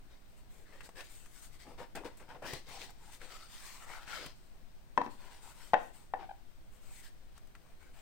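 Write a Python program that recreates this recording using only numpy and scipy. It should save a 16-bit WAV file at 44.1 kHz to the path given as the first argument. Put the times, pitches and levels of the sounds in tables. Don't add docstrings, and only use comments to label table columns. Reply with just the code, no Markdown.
import sys
import numpy as np
from scipy import signal
from scipy.fft import rfft, irfft, next_fast_len
from scipy.io import wavfile
from scipy.ndimage import uniform_filter1d, map_coordinates

SR = 44100
rng = np.random.default_rng(int(sys.argv[2]) if len(sys.argv) > 2 else 0)


def put_to_file(sound):
    columns = np.atleast_2d(sound).T
    safe = np.clip(columns, -1, 1)
    whole_steps = np.round(safe * 32767)
    wavfile.write(sys.argv[1], SR, whole_steps.astype(np.int16))


N = 353241

# t/s, length/s, crest/share of length, panel level/dB,
# skin, edge and hollow levels re panel/dB, panel resonance/Hz
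HAND_STROKES = [(0.096, 0.11, 0.23, -69, -14, -2, -0.5, 1450), (0.27, 0.11, 0.37, -83.5, 4, -3, 5.5, 650),
                (0.358, 0.06, 0.7, -72.5, 1, -12, -2, 650), (0.502, 0.21, 0.04, -73, 3.5, -5, 2, 690),
                (0.65, 0.23, 0.47, -63, -11.5, -7.5, -3.5, 1870),
                (0.828, 0.063, 0.45, -64.5, 2, 3, 3, 1610), (0.951, 0.096, 0.46, -52.5, -8, -4, -3, 1670),
                (1.018, 0.088, 0.5, -73, 8.5, 8, -12.5, 1530),
                (1.085, 0.29, 0.1, -74.5, 12.5, 5, -7.5, 1460),
                (1.288, 0.13, 0.87, -72, 10, 3.5, -10, 1500), (1.408, 0.086, 0.48, -69, 10, 2.5, -15, 1560),
                (1.513, 0.072, 0.55, -72.5, 4, 3.0, -6, 2100),
                (1.588, 0.084, 0.37, -66.5, 0.5, 4.0, -13.0, 2110),
                (1.646, 0.13, 0.42, -63, -9.5, -9, 7, 800),
                (1.777, 0.097, 0.28, -51.5, -14.5, -9, 0.5, 950),
                (1.949, 0.07, 0.12, -46.5, -18, -11, 1, 703), (2.001, 0.047, 0.2, -64, -20, -16, 15, 800),
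                (2.045, 0.056, 0.07, -47.5, -14.5, -6.5, 4, 910),
                (2.191, 0.11, 0.2, -64.5, -16, -10, 6, 990),
                (2.279, 0.078, 0.4, -55.5, -20, -13, -1.5, 915),
                (2.344, 0.042, 0.15, -58, -19, -11, 9, 563),
                (2.418, 0.061, 0.75, -47, -16.5, -16, -1.5, 635), (2.447, 0.19, 0.2, -50, -6, 3, 1, 1950),
                (2.659, 0.18, 0.5, -56, -6.5, 3, -7, 760), (2.782, 0.11, 0.44, -56, -3.5, 5.0, -1, 1900),
                (2.877, 0.047, 0.5, -59.5, -9, 0.5, -3, 810), (2.971, 0.144, 0.9, -66.5, -2, -1, -5, 840),
                (3.106, 0.087, 0.36, -65.5, 6, 4, -5, 1900), (3.193, 0.11, 0.45, -58.5, -6.5, -2, -1, 1550),
                (3.266, 0.14, 0.67, -57.5, -5.5, 2, -7, 1290),
                (3.383, 0.14, 0.23, -63.5, -2.5, 4.5, -9, 1310),
                (3.48, 0.18, 0.48, -59, -1.5, 1.5, -22, 1270), (3.586, 0.31, 0.25, -58, 0.5, 2, -12, 1060),
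                (3.798, 0.084, 0.4, -56.5, -6, -7, -20, 1260),
                (3.861, 0.18, 0.38, -50.5, -10.5, -7.5, -13, 1350),
                (3.998, 0.071, 0.47, -58.0, -9.0, -2, -14, 1270),
                (4.056, 0.17, 0.67, -46.5, -11, -4, -10.5, 1420),
                (4.179, 0.168, 0.3, -54.0, -9.5, 2.5, -5, 1390),
                (4.342, 0.372, 0.13, -78.5, 0.5, 1, -3.5, 695),
                (5.03, 0.06, 0.27, -76.0, 5.0, 9, -7.0, 1010),
                (5.096, 0.1, 0.24, -71.5, 3.5, 4, -7.0, 1010), (5.163, 0.17, 0.6, -61, -8.5, -4.5, -5, 990),
                (5.295, 0.14, 0.3, -60.5, -7, -1, -10.0, 905), (5.403, 0.16, 0.53, -61, -1, -5, -9, 870),
                (5.54, 0.23, 0.46, -62.5, -1.0, -1.5, -10, 940), (5.77, 0.2, 0.27, -75, 7, -7, -7.0, 740),
                (5.924, 0.18, 0.2, -69.5, 3, -4, -8, 890), (6.183, 0.11, 0.27, -57, -26, -13, -1.5, 773),
                (6.707, 0.12, 0.27, -77, 4, -7, -5, 760), (6.802, 0.19, 0.4, -68, 0.5, -5, -8, 730),
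                (6.9, 0.14, 0.65, -68.5, 7.5, -4, -16, 2070),
                (7.02, 0.1, 0.3, -66.5, 3.0, 2.5, -16.5, 1730),
                (7.35, 0.06, 0.37, -68.5, -7, -0.5, -22, 795), (7.603, 0.17, 0.66, -71, -9, -14, -3.5, 710),
                (7.793, 0.15, 0.14, -68, -7.5, -8, -11, 1510),
                (7.922, 0.12, 0.58, -64, -6.5, -8.5, -17, 740)]
# panel, skin, edge and hollow levels/dB
GRIP_DB = (-83, -87.5, -81, -78)
# f/Hz, level/dB
SKIN_EQ = [(350, -36.5), (600, -25.5), (727, -9.5), (1190, -6), (2050, -1), (5340, -5), (8500, 4.5),
           (10300, -8), (13400, -6.5), (15700, -5.5)]
# f/Hz, level/dB
EDGE_EQ = [(900, -37), (2000, -6.5), (3000, 1), (4000, 3.5), (4450, -1), (4900, 3), (6000, -3.5),
           (8800, -22), (10500, -36.5), (15000, -47.5)]
# f/Hz, width/Hz, boost/dB
RIM_PEAKS = [(2030, 140, 5.5), (2600, 88, 3), (3110, 140, 2.5), (3800, 92, 1.5), (4420, 150, 6.5)]
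# f/Hz, level/dB
PANEL_EQ = [(250, -33), (750, -6.5), (1200, -8), (2200, -8.5), (3500, -19), (7000, -49)]
# f/Hz, width/Hz, level/dB
HOLLOW_PEAKS = [(134.6, 79, -6), (264, 120, -9), (344, 45, -4.5), (497, 83.7, 4), (668, 700, -3.5)]
# t/s, level/dB, colour/Hz, treble/dB, thump/dB, t60/s
FINGER_SLIPS = [(0.806, -39.5, 1500, -26, -8, 0.071), (0.89, -40, 620, -20, -12, 0.033),
                (1.006, -37.5, 2640, -14.5, -30, 0.054), (1.258, -46.5, 1270, -7, -20, 0.047),
                (1.776, -49, 756, -31, -13, 0.056), (1.953, -37.5, 547, -7.5, -8, 0.083),
                (2.035, -42, 700, -38, -10, 0.038), (2.171, -51, 573, 3, -14, 0.14),
                (2.199, -49, 1060, -16, -10, 0.14), (2.289, -47.5, 950, -22, 3, 0.04),
                (2.335, -45.5, 797, -36, -6, 0.06), (2.422, -35.5, 520, -39, -20, 0.057),
                (2.534, -25.5, 563, -19, -2.5, 0.03), (2.686, -48, 810, -11, 7, 0.12),
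                (2.815, -36, 2630, -36, -15, 0.042), (2.904, -45.5, 821, -6, -23, 0.039),
                (3.215, -41.5, 1500, -23, -17, 0.055), (4.078, -41, 2000, -36, -2, 0.045),
                (4.261, -33, 1330, -6.5, -2, 0.034), (7.378, -44, 794, -8, -28, 0.025),
                (7.471, -55.5, 745, -5.5, -3, 0.044), (7.551, -43.5, 1440, -24, -17, 0.044),
                (7.827, -52, 1430, -15, -11, 0.034)]
# f/Hz, level/dB, t60/s
BOX_MODES = [(75, -18, .08), (136, 0, 0.064), (252, -1, 0.036), (400, -9, .035)]
# t/s, level/dB, favoured pitch/Hz, thud/dB, crack/dB, hand damping (1 = free), contact/s
LID_KNOCKS = [(4.9757, -9, 1036, -24.5, -31.5, 1.54, 0.002), (5.0153, -20, 980, -20.5, -31, 2.3, 0.0011),
              (5.062, -30, 980, -12.5, -28, 1.2, 0.0026), (5.075, -37, 1060, -12, -29, 2.1, 0.0011),
              (5.7342, -7, 764, -29.5, -35, 2.6, 0.0023), (5.74, -8.5, 724, -44, -37, 1.34, 0.00079),
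              (6.1372, -19, 795, -33, -49, 1.77, 0.002)]
# f/Hz, level/dB, t60/s
LID_MODES = [(486.5, -14, 0.22), (593, -4, 0.081), (685, -25, 0.1275), (781, -1.5, 0.064), (845, 0, 0.055),
             (966, 0.5, 0.03), (1013, -7, 0.043), (1180, -9.5, 0.024), (1557, 7.5, 0.019),
             (1766, -8.5, 0.06), (1790, -4.5, 0.027), (1867, -13.5, 0.098), (2210, -8, 0.029),
             (2623, -9.5, 0.031), (3150, -16.5, 0.031), (3740, -34, .02), (3720, -19, 0.034),
             (4760, -33.5, .014)]
# f/Hz, level/dB, t60/s
TABLE_MODES = [(179.3, -12.5, 0.042), (235, -0.5, 0.072), (286, -0.5, 0.11), (340, -3.5, 0.11)]
# t/s, length/s, slip rate/Hz, level/dB
LID_SQUEAKS = [(6.188, .068, 794, -53), (6.287, 0.0356, 768, -48)]
# f/Hz, t60/s
ROOM_DECAY = [(150, 0.52), (700, 0.29), (2000, 0.35), (6000, 0.57), (14000, 0.23)]
# f/Hz, level/dB
HISS_EQ = [(1.8, -28), (3.0, 7.5), (16, 3), (26, -6), (108, -18), (407, -28), (504, -36), (625, -29),
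           (1280, -36.5), (1480, -35), (7410, -46), (8870, -41.5), (10600, -56), (14100, -43.5),
           (15700, -46)]
# f/Hz, left-right correlation
FRICTION_LIKENESS = [(150, 0.93), (700, 0.91), (1500, 0.81), (3000, 0.26), (7000, 0.02)]
# f/Hz, left over right/dB
HAND_BALANCE = [(60, 1.5), (180, 8), (550, 4), (1650, 6), (4970, 4.5), (15000, 7.5)]
LID_BALANCE = [(200, 4), (700, 5.5), (1650, 7.5), (5000, 16)]
HISS_BALANCE = [(60, 2.5), (180, 3.0), (550, 3.5), (1650, 5), (4970, 3), (15000, 3)]


def rubbing():
    times, power = strokes()
    db, skin_db, edge_db, hollow_db, grip_hz = np.transpose(HAND_STROKES)[3:]
    panel_rest, skin_rest, edge_rest, hollow_rest = GRIP_DB
    loudest = np.argmax(amp(2 * db)[:, None] * power, axis=0)
    drag = wobble(25)

    def fader(stroke_db, rest_db, stutter_db):
        level = np.sqrt(amp(2 * stroke_db) @ power + amp(2 * rest_db))
        return np.interp(np.arange(N) / SR, times, level) * amp(stutter_db * drag)

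    def panel_tone(hz, t):
        pitch = np.interp(t, times, grip_hz[loudest])
        root, fifth = bell(hz + 1, pitch, 0.12), bell(hz + 1, 1.5 * pitch, 0.12)
        return amp(along(PANEL_EQ, hz) + 10 * root + 3.9 * fifth)

    skin_tone = lambda hz, t: amp(along(SKIN_EQ, hz))
    rim_db = lambda hz: sum(boost * resonance(hz, f, width) for f, width, boost in RIM_PEAKS)
    edge_tone = lambda hz, t: amp(along(EDGE_EQ, hz) + rim_db(hz))
    hollow_tone = lambda hz, t: sum(amp(level) * resonance(hz, f, w) for f, w, level in HOLLOW_PEAKS)
    skin = fader(db + skin_db + 3, skin_rest, stutter_db=0.46) * fibres(skin_tone, grain_db=1)
    edges = fader(db + edge_db - 1, edge_rest, stutter_db=0.75) * fibres(edge_tone, grain_db=2)
    panels = fader(db, panel_rest, stutter_db=0.91) * fibres(panel_tone, grain_db=2)
    hollow = fader(db + hollow_db - 2, hollow_rest, stutter_db=0.99) * fibres(hollow_tone, grain_db=0.9)
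    return skin + edges + panels + hollow


def strokes():
    start, length, share = np.transpose(HAND_STROKES)[:3, :, None]
    times = np.arange(0, N + 64, 64) / SR
    age = times - start
    crest = np.clip(share, 0.05, 0.95) * length
    rise = np.sin(np.pi / 2 * np.clip(age / crest, 0, 1)) ** 0.69
    fall = np.sin(np.pi / 2 * np.clip((length - age) / (length - crest), 0, 1)) ** 1.6
    linger = amp(-8) * decay(np.maximum(age - crest, 0), t60=0.34)
    return times, rise ** 2 * (fall ** 2 + linger ** 2)


def fibres(tone, grain_db, patch_db=3):
    catches = amp(grain_db * wobble(550))
    hz, t, noise = signal.stft(rng.standard_normal((2, N)) * catches, SR, nperseg=512)
    patches = uniform_filter1d(rng.standard_normal(noise.shape[1:]), size=3, axis=0)
    patches = uniform_filter1d(patches, size=14, axis=1)
    gain = tone(hz[:, None], t)
    gain = gain / np.sqrt(np.mean(gain ** 2, axis=0)) * amp(patch_db * unit(patches))
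    mid, side = noise * gain * stereo_width(hz)[:, :, None]
    return unit(signal.istft(np.array([mid + side, mid - side]), SR, nperseg=512)[1][:, :N])


def slips():
    out, t = np.zeros((2, N + SR)), np.arange(SR // 5) / SR
    hz = np.fft.rfftfreq(len(t), 1 / SR)
    snap = 0.46 * decay(t, t60=0.0092)
    attack = 1 - np.exp(-t / 0.001)
    for start, db, colour_hz, treble_db, thump_db, t60 in FINGER_SLIPS:
        body = 1 / (1 + (np.log((hz + 1) / colour_hz) / 0.69) ** 2) ** 1.6
        treble = amp(treble_db + along(SKIN_EQ, hz))
        noise = rfft(rng.standard_normal((2, len(t))))
        mid, side = irfft(noise * (body + treble) * stereo_width(hz), len(t))
        burst = attack * (snap + decay(t, t60)) * unit(np.array([mid + side, mid - side]))
        thump = amp(thump_db - 5) * ringing(BOX_MODES, t)
        out[:, round(start * SR):][:, :len(t)] += amp(db - 6.5) * (burst + thump)
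    return out[:, :N]


def knocks():
    out, t = np.zeros(N + SR), np.arange(SR // 4) / SR
    crack_band = signal.butter(3, [1600, 5600], "band", fs=SR)
    for start, db, pitch, thud_db, crack_db, damping, contact in LID_KNOCKS:
        modes = [(f, level + 14.1 * bell(f, pitch, 0.15), t60 / damping) for f, level, t60 in LID_MODES]
        noise = signal.lfilter(*crack_band, rng.standard_normal(len(t)))
        crack = amp(crack_db + 18.5) * decay(t, t60=0.02) * noise
        ring = ringing(modes, t)
        thud = amp(thud_db + 12) * ringing(TABLE_MODES, t)
        attack = 1 - np.exp(-t / contact)
        out[round(start * SR):][:len(t)] += amp(db - 12) * (attack * (ring + thud) + crack)
    return out[:N]


def ringing(modes, t):
    out = np.zeros(len(t))
    for hz, db, t60 in modes:
        gain = amp(db + rng.normal(0, 0.37))
        wander = np.cumsum(uniform_filter1d(rng.standard_normal(len(t)), size=90)) * 7 / np.sqrt(SR)
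        out += gain * decay(t, t60) * np.sin(2 * np.pi * hz * t + wander)
    return out


def squeaks():
    out = np.zeros(N)
    waver, flutter_db = 0.039 * wobble(260), 5.3 * wobble(330)
    for start, length, hz, db in LID_SQUEAKS:
        span = slice(round(start * SR), round((start + length) * SR))
        sag = np.linspace(1.03, 0.96, span.stop - span.start)
        phase = 2 * np.pi * np.cumsum(hz * sag * (1 + waver[span])) / SR
        stack = sum(amp(-14 * np.log2(k) ** 1.05) * np.sin(k * phase) for k in range(1, 7))
        out[span] = amp(db + flutter_db[span]) * signal.windows.tukey(len(phase), 0.3) * stack
    return out


def room(send):
    hz, t, noise = signal.stft(rng.standard_normal((2, SR // 2)), SR, nperseg=256)
    tail = signal.istft(noise * decay(t, along(ROOM_DECAY, hz)[:, None]), SR, nperseg=256)[1]
    predelayed = np.pad(send, (260, 0))[None]
    return signal.fftconvolve(predelayed, tail / np.linalg.norm(tail[0]), axes=1)[:, :N]


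def microphone_hiss():
    tone = lambda hz: amp(along(HISS_EQ, hz)) * pan(along(HISS_BALANCE, hz))
    return unit(filtered(rng.standard_normal((2, N)), tone))


def amp(db):
    return 10 ** (np.asarray(db) / 20)


def decay(t, t60):
    return amp(-60 * t / t60)


def unit(x):
    return x / np.sqrt(np.mean(x ** 2) + 1e-20)


def along(points, hz):
    f, value = np.transpose(points)
    return np.interp(np.log(hz + 1), np.log(f + 1), value)


def bell(hz, centre, log_width):
    return np.exp(-(np.log(hz / centre) / log_width) ** 2)


def resonance(hz, centre, width):
    return 1 / (1 + (2 * (hz - centre) / width) ** 2)


def pan(db):
    return np.array([amp(db / 2), amp(-db / 2)])


def stereo_width(hz):
    angle = np.arccos(along(FRICTION_LIKENESS, hz)) / 2
    return np.array([np.cos(angle), np.sin(angle)])


def filtered(x, response):
    size = next_fast_len(N + SR // 2)
    return irfft(rfft(x, size) * response(np.fft.rfftfreq(size, 1 / SR)), size)[..., :N]


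def wobble(rate):
    return map_coordinates(rng.standard_normal(int(N * rate / SR) + 4), [np.arange(N) * rate / SR])


def scene():
    lid = knocks() + squeaks()
    lag = lambda hz: np.exp(np.outer([-1j, 1j], np.pi * hz * 0.00012))
    panned_lid = filtered(lid, lambda hz: pan(along(LID_BALANCE, hz)) * lag(hz))
    hands = filtered(rubbing() + slips(), lambda hz: pan(along(HAND_BALANCE, hz)))
    send = amp(-8) * lid + amp(-12) * hands.mean(0)
    return hands + panned_lid + pan(5.3)[:, None] * room(send)


def record(dry):
    hiss_db, high_cut_hz = -52, 15850
    return filtered(dry + amp(hiss_db) * microphone_hiss(), lambda hz: hz < high_cut_hz)


dry = scene()
out = record(dry)
put_to_file(out)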